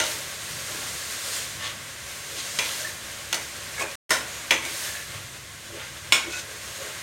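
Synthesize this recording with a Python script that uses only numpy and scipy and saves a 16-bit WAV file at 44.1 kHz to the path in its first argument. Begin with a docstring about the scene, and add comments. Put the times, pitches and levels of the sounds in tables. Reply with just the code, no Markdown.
"""Vegetables sizzle in a deep metal pan on a gas ring, close to one microphone in a hard-walled kitchen.
At once a metal ladle knocks the pan and turns the food; each turn lays wet food on hot metal and the hiss swells.
Scrapes, short squeals and soft low thuds follow, with hard knocks near 2.6, 3.3, 4.1, 4.5 and 6.1 s.
Just before 4 s the sound cuts out briefly. Bursts of noise and clicks make the hiss and scrapes; decaying
sines make the ring of the pan. The flame rumbles under it all."""
import sys
import numpy as np
from scipy import signal
from scipy.fft import rfft, irfft
from scipy.io import wavfile

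SR = 44100
rng = np.random.default_rng(int(sys.argv[2]) if len(sys.argv) > 2 else 0)


def generate_wav(sig):
    """Save sig (samples, or channels by samples) to the path in sys.argv[1] as 16-bit PCM at SR."""
    pcm = np.round(np.clip(np.atleast_2d(sig).T, -1, 1) * 32767).astype(np.int16)
    wavfile.write(sys.argv[1], SR, pcm)


N = 309582
TIME = np.arange(N) / SR
HZ = np.fft.rfftfreq(8192, 1 / SR)  # frequency axis of all colour curves

# Steady frying of the food that lies still: (time [s], level [dB])
SIMMER = [(0, -40), (1.8, -42.5), (3.1, -41.5), (4.6, -41.5), (5.45, -46), (6.1, -44.5), (7.0, -41.5)]
# Turns of the ladle that lay wet food on hot metal:
# (time [s], fresh contact [s], hiss level [dB], finest spray relative to the hiss [dB])
TURNS = [(0.0, 0.11, -32.5, -5.5), (0.328, .36, -39, -8), (0.66, .48, -36.5, -8), (1.14, 0.23, -32.5, -8),
         (2.0, 0.49, -42, -7), (2.31, 0.44, -37, -11), (2.56, .22, -40, -2), (3.36, 0.091, -40, -9),
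         (4.62, 0.26, -35, -6), (6.59, 0.22, -41.5, -7)]
# Colour of the sizzle before the bowl: (frequency [Hz], level [dB per Hz])
SIZZLE_COLOUR = [(100, -22), (190, -6), (300, -6.5), (500, -2.5), (850, -2.5), (1000, -2.5), (1700, 2),
                 (2800, 0.5), (5000, -3), (8800, -2.5), (9500, -7.5), (11000, -9.5), (13000, -13.5),
                 (16000, -19.5)]
# Ladle knocks: (time [s], place 0-3 rounded to a PAN_MODES column, ring gain [dB], crack level [dB],
# clatter level [dB], clatter centre [Hz], lift at that centre [dB], clatter t60 at 2500 Hz [s], treble lift [dB])
KNOCKS = [(0.0003, 0, 1, -19.5, -26, 650, -3, 0.49, -1),
          (2.5882, 1.5, -4.5, -16, -25.5, 3520, 3.5, 0.36, 2),
          (3.328, 0, -5.5, -15, -29, 1890, 7.5, 0.44, 6),
          (3.344, -0.5, -12, -21.5, -28, 2000, -0.5, 0.24, 11),
          (4.1058, 1, 3.5, -34, -19, 1450, -0.5, 0.42, 2),
          (4.5076, 2, 1, -10.5, -17.5, 2400, 5.5, 0.32, -0.5), (4.651, 2, -18, -29, -36, 500, 10, 0.22, 14),
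          (6.1227, 3, 3.5, -8.5, -18, 2600, 7.5, 0.44, 0)]
# Modes of pan and ladle: (frequency [Hz], level when struck on the bottom [dB], on the near wall [dB],
# on the far wall [dB], on the side [dB])
PAN_MODES = [(338.3, -38, -44, -43, -40.5), (434.5, -40.5, -37.5, -37, -54), (530, -41.5, -38, -33, -50),
             (625, -32.5, -39, -41, -46), (909, -31, -51, -29, -39), (1003, -48.5, -34, -32.5, -51),
             (1067, -42, -34.5, -37, -28.5), (1412, -30.5, -28.5, -36, -30.5), (1483, -39, -29, -44, -31),
             (1583, -37, -36, -41, -35), (1752, -42.5, -32, -33, -42), (1830, -38, -29, -36, -44),
             (1990, -30.5, -25, -23.5, -41), (2100, -36.5, -33.5, -27, -46), (2214, -34.5, -34, -31, -20),
             (2315, -38, -35, -23, -41), (2423, -38.5, -38, -23.5, -24.5), (2652, -44.5, -33.5, -25.5, -30),
             (2876, -33.5, -44, -31, -27.5), (3150, -43, -35, -34, -35), (3347, -41, -47, -27, -31),
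             (3490, -46, -39, -31.5, -27), (3890, -37.5, -35.5, -40, -31), (5303, -45, -29, -36, -40),
             (5351, -40.5, -38, -47, -25.5), (5800, -44, -42, -48, -33), (6170, -33.5, -34.5, -28.5, -42),
             (6910, -41, -50, -34, -27), (7100, -45, -53, -45, -31), (8070, -50, -44, -51, -26.5),
             (8680, -40.5, -36, -44, -42), (9000, -43, -35, -49, -29), (12110, -53, -46, -58, -41),
             (13200, -57, -54, -60, -40)]
# Crowd of small, close modes that every knock wakes: (frequency [Hz], level [dB per Hz])
CLATTER_COLOUR = [(60, -20.5), (170, -7), (260, 1), (400, -4), (620, 3.5), (790, 0.5), (950, 0), (2100, -4),
                  (3500, -1), (4900, -4.5), (6400, -2.5), (8800, -4), (9500, -7), (16000, -16)]
# Ladle strokes along the bowl: (time of hardest pressure [s], length [s], level there [dB], rasp centre [Hz])
SCRAPES = [(0.027, 0.22, -29.5, 3970), (0.761, 0.33, -39.5, 1410), (1.646, .2, -32, 2700),
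           (2.39, 0.14, -34, 4000), (2.664, .25, -33, 3400), (2.812, 0.15, -33, 5500),
           (3.817, .15, -31.5, 1120), (3.805, .09, -30, 7000), (4.651, 0.18, -38.5, 2200),
           (4.902, 0.31, -39, 1980), (5.141, 0.17, -38.5, 2200), (5.801, .32, -38.5, 2020),
           (6.06, 0.18, -44, 2000), (6.34, .16, -33.5, 5540), (6.392, .056, -35, 5000),
           (6.85, .3, -41, 1710)]
# Squeals where the ladle's edge catches: (time of hardest pressure [s], length [s], mean pitch [Hz], level [dB])
SQUEALS = [(1.644, .12, 1796, -36), (1.65, 0.17, 1120, -40), (2.819, 0.09, 1580, -42),
           (2.858, 0.072, 1790, -32), (3.344, 0.055, 2056, -31), (3.341, .05, 4400, -32),
           (3.797, 0.062, 2220, -29), (3.803, 0.084, 1687, -27), (3.816, .07, 2480, -32.5),
           (3.875, .08, 2440, -37.5), (4.35, .3, 6800, -45), (4.635, .12, 2240, -35.5),
           (4.855, 0.27, 6400, -42), (4.919, 0.29, 1718, -38.5), (6.341, .135, 2557, -34),
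           (6.345, .16, 1480, -38), (6.36, .14, 3830, -46), (6.336, 0.079, 6000, -46), (6.8, .6, 6800, -49)]
# Soft low thuds: food shoved or dropped, or the pan rocking on the stove:
# (time of peak [s], level [dB], rise and equal fall [s], centre [Hz])
THUDS = [(0.189, -46.5, 0.096, 370), (0.57, -46, 0.15, 138), (0.76, -46.5, .12, 348), (1.62, -48, .15, 90),
         (2.04, -48, .09, 99), (2.331, -46.5, .1, 400), (2.829, -53, 0.12, 520), (3.83, -40, 0.068, 392),
         (4.543, -41, .06, 290), (4.672, -48, 0.089, 332), (5.15, -46, 0.15, 110), (6.08, -47, .15, 90),
         (5.761, -42, .1, 420), (6.272, -42, 0.066, 332), (6.5, -49, .15, 460), (6.84, -43, 0.11, 490)]
# Rumble of the gas flame: (frequency [Hz], level [dB per Hz])
FLAME_COLOUR = [(20, -16), (40, -17), (50, -26), (63, 2.5), (100, -3.5), (125, -0.5), (160, -5),
                (220, -9.5), (400, -22.5), (900, -74.5)]
# Resonances of the bowl, each source weighting the curve: (frequency [Hz], width [Hz], height [dB])
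BOWL = [(338, 28, 6.5), (420, 12, 2.5), (565, 90, 7), (840, 71, -4), (1089, 46, 6.5), (1570, 130, 3),
        (2020, 270, 2.5), (3480, 170, 1.5), (4010, 130, 1.5), (6480, 330, 3), (7100, 300, 1),
        (8020, 400, -3), (8600, 500, 1.5), (9570, 500, -4)]
# Echoes off bowl, stove and cook, before their treble weighting: (delay [s], level [dB])
NEAR_ECHOES = [(.0019, -26), (.0043, -19.5), (.0071, -13.5), (0.0112, -18)]
# Decay of the kitchen's echoes: (frequency [Hz], t60 [s])
ROOM_DECAY = [(150, 0.48), (1000, 0.52), (4000, 0.25), (14000, 0.18)]
# The brief cut: (start [s], end [s])
DROPOUT = (3.9552, 4.094)

FLARE_RISE_S, FLARE_FADE_S = 0.08, 0.13  # the hiss builds as food spreads, and dies as its water boils off
SIMMER_BUBBLING_DB, SIMMER_SPRAY_DB = -0.1, -8  # low bubbling and finest spray, relative to the hiss
FLARE_BUBBLING_DB = -6  # fresh contact makes finer bubbles
PRESS_SHARE, PRESS_CURVE = 0.38, 1.17  # share of a stroke spent bearing down, and how peaked the pressure is
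BAND_LIMIT_HZ = 16000


def sizzle(hiss_db=-1.3, spit_db=-13, flutter_db=0.5, swell_db=0.36):
    """Steam bubbles burst into a hiss; hundreds of uneven larger spits a second crackle and the walls answer."""
    simmer = amp(np.interp(TIME, *np.transpose(SIMMER))) ** 2
    flare, flare_spray = flares()
    hiss = simmer + flare
    bubbling = simmer * amp(SIMMER_BUBBLING_DB) ** 2 + flare * amp(FLARE_BUBBLING_DB) ** 2
    spray = simmer * amp(SIMMER_SPRAY_DB) ** 2 + flare_spray

    spits = kitchen(pops(N, 700, 3.2), -3.5)
    bursts = amp(hiss_db) * pops(N, 40000, 0.41) + amp(spit_db) * spits
    spectrum = rfft(colour(bursts, read(SIZZLE_COLOUR, HZ) + bowl_db()))
    hz = np.fft.rfftfreq(N, 1 / SR)

    # large bubbles sound low, fine spray high
    low = read([(2500, 1), (4500, 0.048)], hz)
    high = read([(8000, 0), (11500, 1)], hz)
    middle = 1 - low - high
    # (crossfade, core band that sets the level [Hz], power over time)
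    sizes = [(low, (900, 3000), bubbling),
             (middle, (4000, 9000), hiss),
             (high, (10000, 16000), spray)]
    out = np.zeros(N)
    for share, (lo, hi), power in sizes:
        core = spectrum[(hz > lo) & (hz < hi)]
        core_rms = np.sqrt(2) * np.linalg.norm(core) / N
        out += np.sqrt(power) * irfft(spectrum * share, N) / core_rms
    return out * amp(flutter_db * drift(N, 35) + swell_db * drift(N, 8))


def flares():
    """Power of the extra hiss and of its finest spray: after each turn it builds, holds and boils off."""
    hiss, spray = np.zeros(N), np.zeros(N)
    for s, contact_s, db, spray_db in TURNS:
        rise = 1 - np.exp(-np.maximum(TIME - s, 0) / FLARE_RISE_S)
        fade = np.exp(-np.maximum(TIME - s - contact_s, 0) / FLARE_FADE_S)
        hiss += (amp(db) * rise * fade) ** 2
        spray += (amp(db + spray_db) * rise * fade) ** 2
    return hiss, spray


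def knocks(crack_s=0.0059, treble_life=0.8, contact_db=5):
    """Each blow: a crack of metal on metal, a clatter of close modes, and the pan's clear ring."""
    t, clear, rough = TIME[:SR // 2], np.zeros(N), np.zeros(N)
    # the hard edge stresses the upper mids
    edge_db = contact_db * hump(HZ, 3700, 0.57) + read([(400, -5.5), (2000, 6)], HZ)
    treble_tilt = read([(2500, 0.12), (5000, 0.84)], HZ)
    for s, place, ring_db, crack_db, clatter_db, centre_hz, lift_db, t60, treble_db in KNOCKS:
        tone_db = read(CLATTER_COLOUR, HZ) + clusters_db(place)
        tone_db += lift_db * hump(HZ, centre_hz, 0.87) + treble_db * treble_tilt

        crack = colour(rng.standard_normal(len(t)), tone_db + edge_db) * np.exp(-(t / crack_s) ** 2)
        crack = unit(crack) * np.sqrt(crack_s / 2 / t[-1])  # energy follows the crack's short length

        decay = [(300, 1.25 * t60), (2500, t60), (12000, treble_life * t60)]
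        clatter = die_away(colour(rng.standard_normal(len(t)), tone_db), decay)

        add(rough, s, amp(crack_db) * crack + amp(clatter_db) * clatter)
        add(clear, s, amp(ring_db) * ring(place))
    return rough + kitchen(clear, -11.5)


def ring(place, t60=0.26, waver_turns=0.069):
    """The modes after one tap; the ladle stays in touch and makes each one waver (both set at 2 kHz)."""
    t = TIME[:SR // 3]
    hz, level_db = modes(place)
    decay = np.exp(-np.log(1000) * t / (t60 * (hz / 2000) ** -0.1))
    wander = np.array([drift(len(t), 150) for _ in hz])
    waver = wander * waver_turns * np.sqrt(hz / 2000)
    turns = hz * t + waver + rng.random(hz.shape)
    return (amp(level_db) * decay * np.sin(2 * np.pi * turns)).sum(0)


def modes(place):
    """Frequencies and levels of the modes for one place of contact, as columns."""
    table = np.array(PAN_MODES)
    return table[:, 0, None], table[:, 1 + int(round(place)), None]


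def clusters_db(place, lift_db=11, width_hz=130):
    """Small modes crowd round the strong ones, more widely at high pitch."""
    hz, level_db = modes(place)
    bells = 1 / (1 + (2 * (HZ - hz) / (width_hz * np.sqrt(hz / 2000))) ** 2)
    power = amp(level_db - level_db.max() + lift_db) ** 2
    return 10 * np.log10(1 + (power * bells).sum(0))


def scrapes(focus_db=15, ring_db=-8):
    """The ladle's edge sticks and slips: ragged clicks shake the pan, and at times lock into short squeals."""
    out, tap = np.zeros(N), ring(0)
    body_db = read(CLATTER_COLOUR, HZ) + 0.71 * bowl_db()
    for peak, length, rasp_db, centre_hz in SCRAPES:
        start, pressure = stroke(peak, length)
        slips = pops(len(pressure), 4000, 0.93) * amp(2 * drift(len(pressure), 150))
        rasp = colour(slips, body_db + focus_db * hump(HZ, centre_hz, 0.94))
        shaken = unit(signal.fftconvolve(rasp, tap)[:len(pressure)])
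        add(out, start, pressure * amp(rasp_db) * unit(rasp + amp(ring_db) * shaken))
    for peak, length, hz, db in SQUEALS:
        start, pressure = stroke(peak, length)
        add(out, start, pressure * amp(db) * squeal(hz, len(pressure)))
    return kitchen(out, -10.5)


def stroke(peak, length):
    """Start time and pressure of a stroke: the hand bears down, then eases off."""
    start = peak - PRESS_SHARE * length
    heard_from = max(start, 0)
    t = heard_from + TIME[:2 * SR // 3]
    return heard_from, np.interp(t, [start, peak, start + length], [0, 1, 0]) ** PRESS_CURVE


def squeal(hz, length, wander_hz=38):
    """One resonance of the ladle, kept going by uneven slips (wander set at 2 kHz)."""
    pitch = hz + wander_hz * (hz / 2000) ** 0.63 * drift(length, 500)
    tone = np.sin(2 * np.pi * np.cumsum(pitch) / SR)
    return unit(tone * amp(5.6 * drift(length, 260)))


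def soft_thuds(focus_db=30):
    """Soft low thuds: food shoved or dropped, or the pan rocking on the stove, as swells of low-pitched clicks."""
    out = np.zeros(N)
    body_db = 2 * bowl_db() + read([(900, -1), (5000, -26)], HZ)
    for s, db, length, centre_hz in THUDS:
        swell = np.cos(np.pi / 2 * np.clip(TIME[:SR // 2] / length - 1, -1, 1)) ** 2
        bumps = colour(pops(SR // 2, 500, 2.2), body_db + focus_db * hump(HZ, centre_hz, 0.66))
        add(out, s - length, amp(db) * swell * bumps)
    return kitchen(out, -8.5)


def burner(flame_db=-51, flutter_db=1.1, flutter_per_s=5, hum_hz=100, hum_db=-59):
    """The gas flame rumbles and flutters over a faint mains hum."""
    rumble = colour(rng.standard_normal(N), read(FLAME_COLOUR, HZ))
    flame = rumble * amp(flame_db + flutter_db * drift(N, flutter_per_s))
    return flame + amp(hum_db) * unit(np.sin(2 * np.pi * hum_hz * TIME))


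def bowl_db():
    """The bowl colours what sounds inside it; nearby surfaces mirror mostly the treble and comb it."""
    resonances = sum(db / (1 + (2 * (HZ - hz) / width) ** 2) for hz, width, db in BOWL)
    mirrored = sum(amp(db) * np.exp(-2j * np.pi * HZ * delay) for delay, db in NEAR_ECHOES)
    treble_weight = read([(700, 0.13), (2500, 0.59)], HZ)
    return resonances + 20 * np.log10(abs(1 + mirrored * treble_weight))


def kitchen(x, wet_db):
    """Adds dense wall echoes that start after a 4 ms gap."""
    echoes = die_away(rng.standard_normal(SR // 2), ROOM_DECAY) * (TIME[:SR // 2] > 0.004)
    wet = signal.fftconvolve(x, echoes / np.linalg.norm(echoes))[:N]
    return (x + amp(wet_db) * wet) / np.hypot(1, amp(wet_db))


def die_away(x, t60s):
    """Lets each frequency decay at its own speed."""
    hz, t, z = signal.stft(x, SR, nperseg=256)
    decay = amp(-60 * t / read(t60s, hz)[:, None])
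    return signal.istft(z * decay, SR, nperseg=256)[1][:len(x)]


def pops(length, per_s, spread_db):
    """Random clicks, many small and a few large; rms 1."""
    size = amp(spread_db * np.minimum(rng.exponential(1, length), 5)) * rng.choice([-1, 1], length)
    return unit(size * (rng.random(length) < per_s / SR))


def drift(length, per_s):
    """A smooth random wander of rms 1, turning per_s times a second."""
    knots = rng.standard_normal(8192)
    return unit(np.interp(np.arange(length) * per_s / SR, np.arange(len(knots)), knots))


def colour(x, db):
    """Filters by a dB curve given on HZ; rms 1."""
    gain = amp(np.interp(np.fft.rfftfreq(len(x), 1 / SR), HZ, db))
    return unit(irfft(rfft(x) * gain, len(x)))


def hump(hz, centre_hz, octaves):
    """A bell of height 1 on a log-frequency axis."""
    return np.exp(-0.5 * (np.log2((hz + 1) / centre_hz) / octaves) ** 2)


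def read(points, hz):
    """Joins (frequency [Hz], value) points on a log-frequency axis."""
    f, value = np.transpose(points)
    return np.interp(np.log(hz + 1), np.log(f + 1), value)


def add(mix, s, sound):
    """Lays a sound into the mix at s seconds, or at the start if s is negative."""
    part = mix[max(round(s * SR), 0):][:len(sound)]
    part += sound[:len(part)]


def unit(x):
    """Scales to rms 1."""
    return x / np.sqrt(np.mean(x ** 2) + 1e-20)


def amp(db):
    """Decibels to gain."""
    return 10 ** (np.asarray(db) / 20)


def scene():
    """All sources reach one microphone, so both channels are alike."""
    mono = sizzle() + knocks() + scrapes() + soft_thuds() + burner()
    return np.array([mono, mono])


def record(dry):
    """Peaks bend softly under a ceiling, the sound cuts out once, and a low-pass limits the band."""
    ceiling = 0.9  # of full scale
    limited = dry / (1 + (dry / ceiling) ** 6) ** (1 / 6)
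    live = (TIME < DROPOUT[0]) | (TIME > DROPOUT[1])
    low_pass = signal.firwin(511, BAND_LIMIT_HZ, window=("kaiser", 9), fs=SR)
    return signal.oaconvolve(limited * live, low_pass[None], "same")


dry = scene()
out = record(dry)
generate_wav(out)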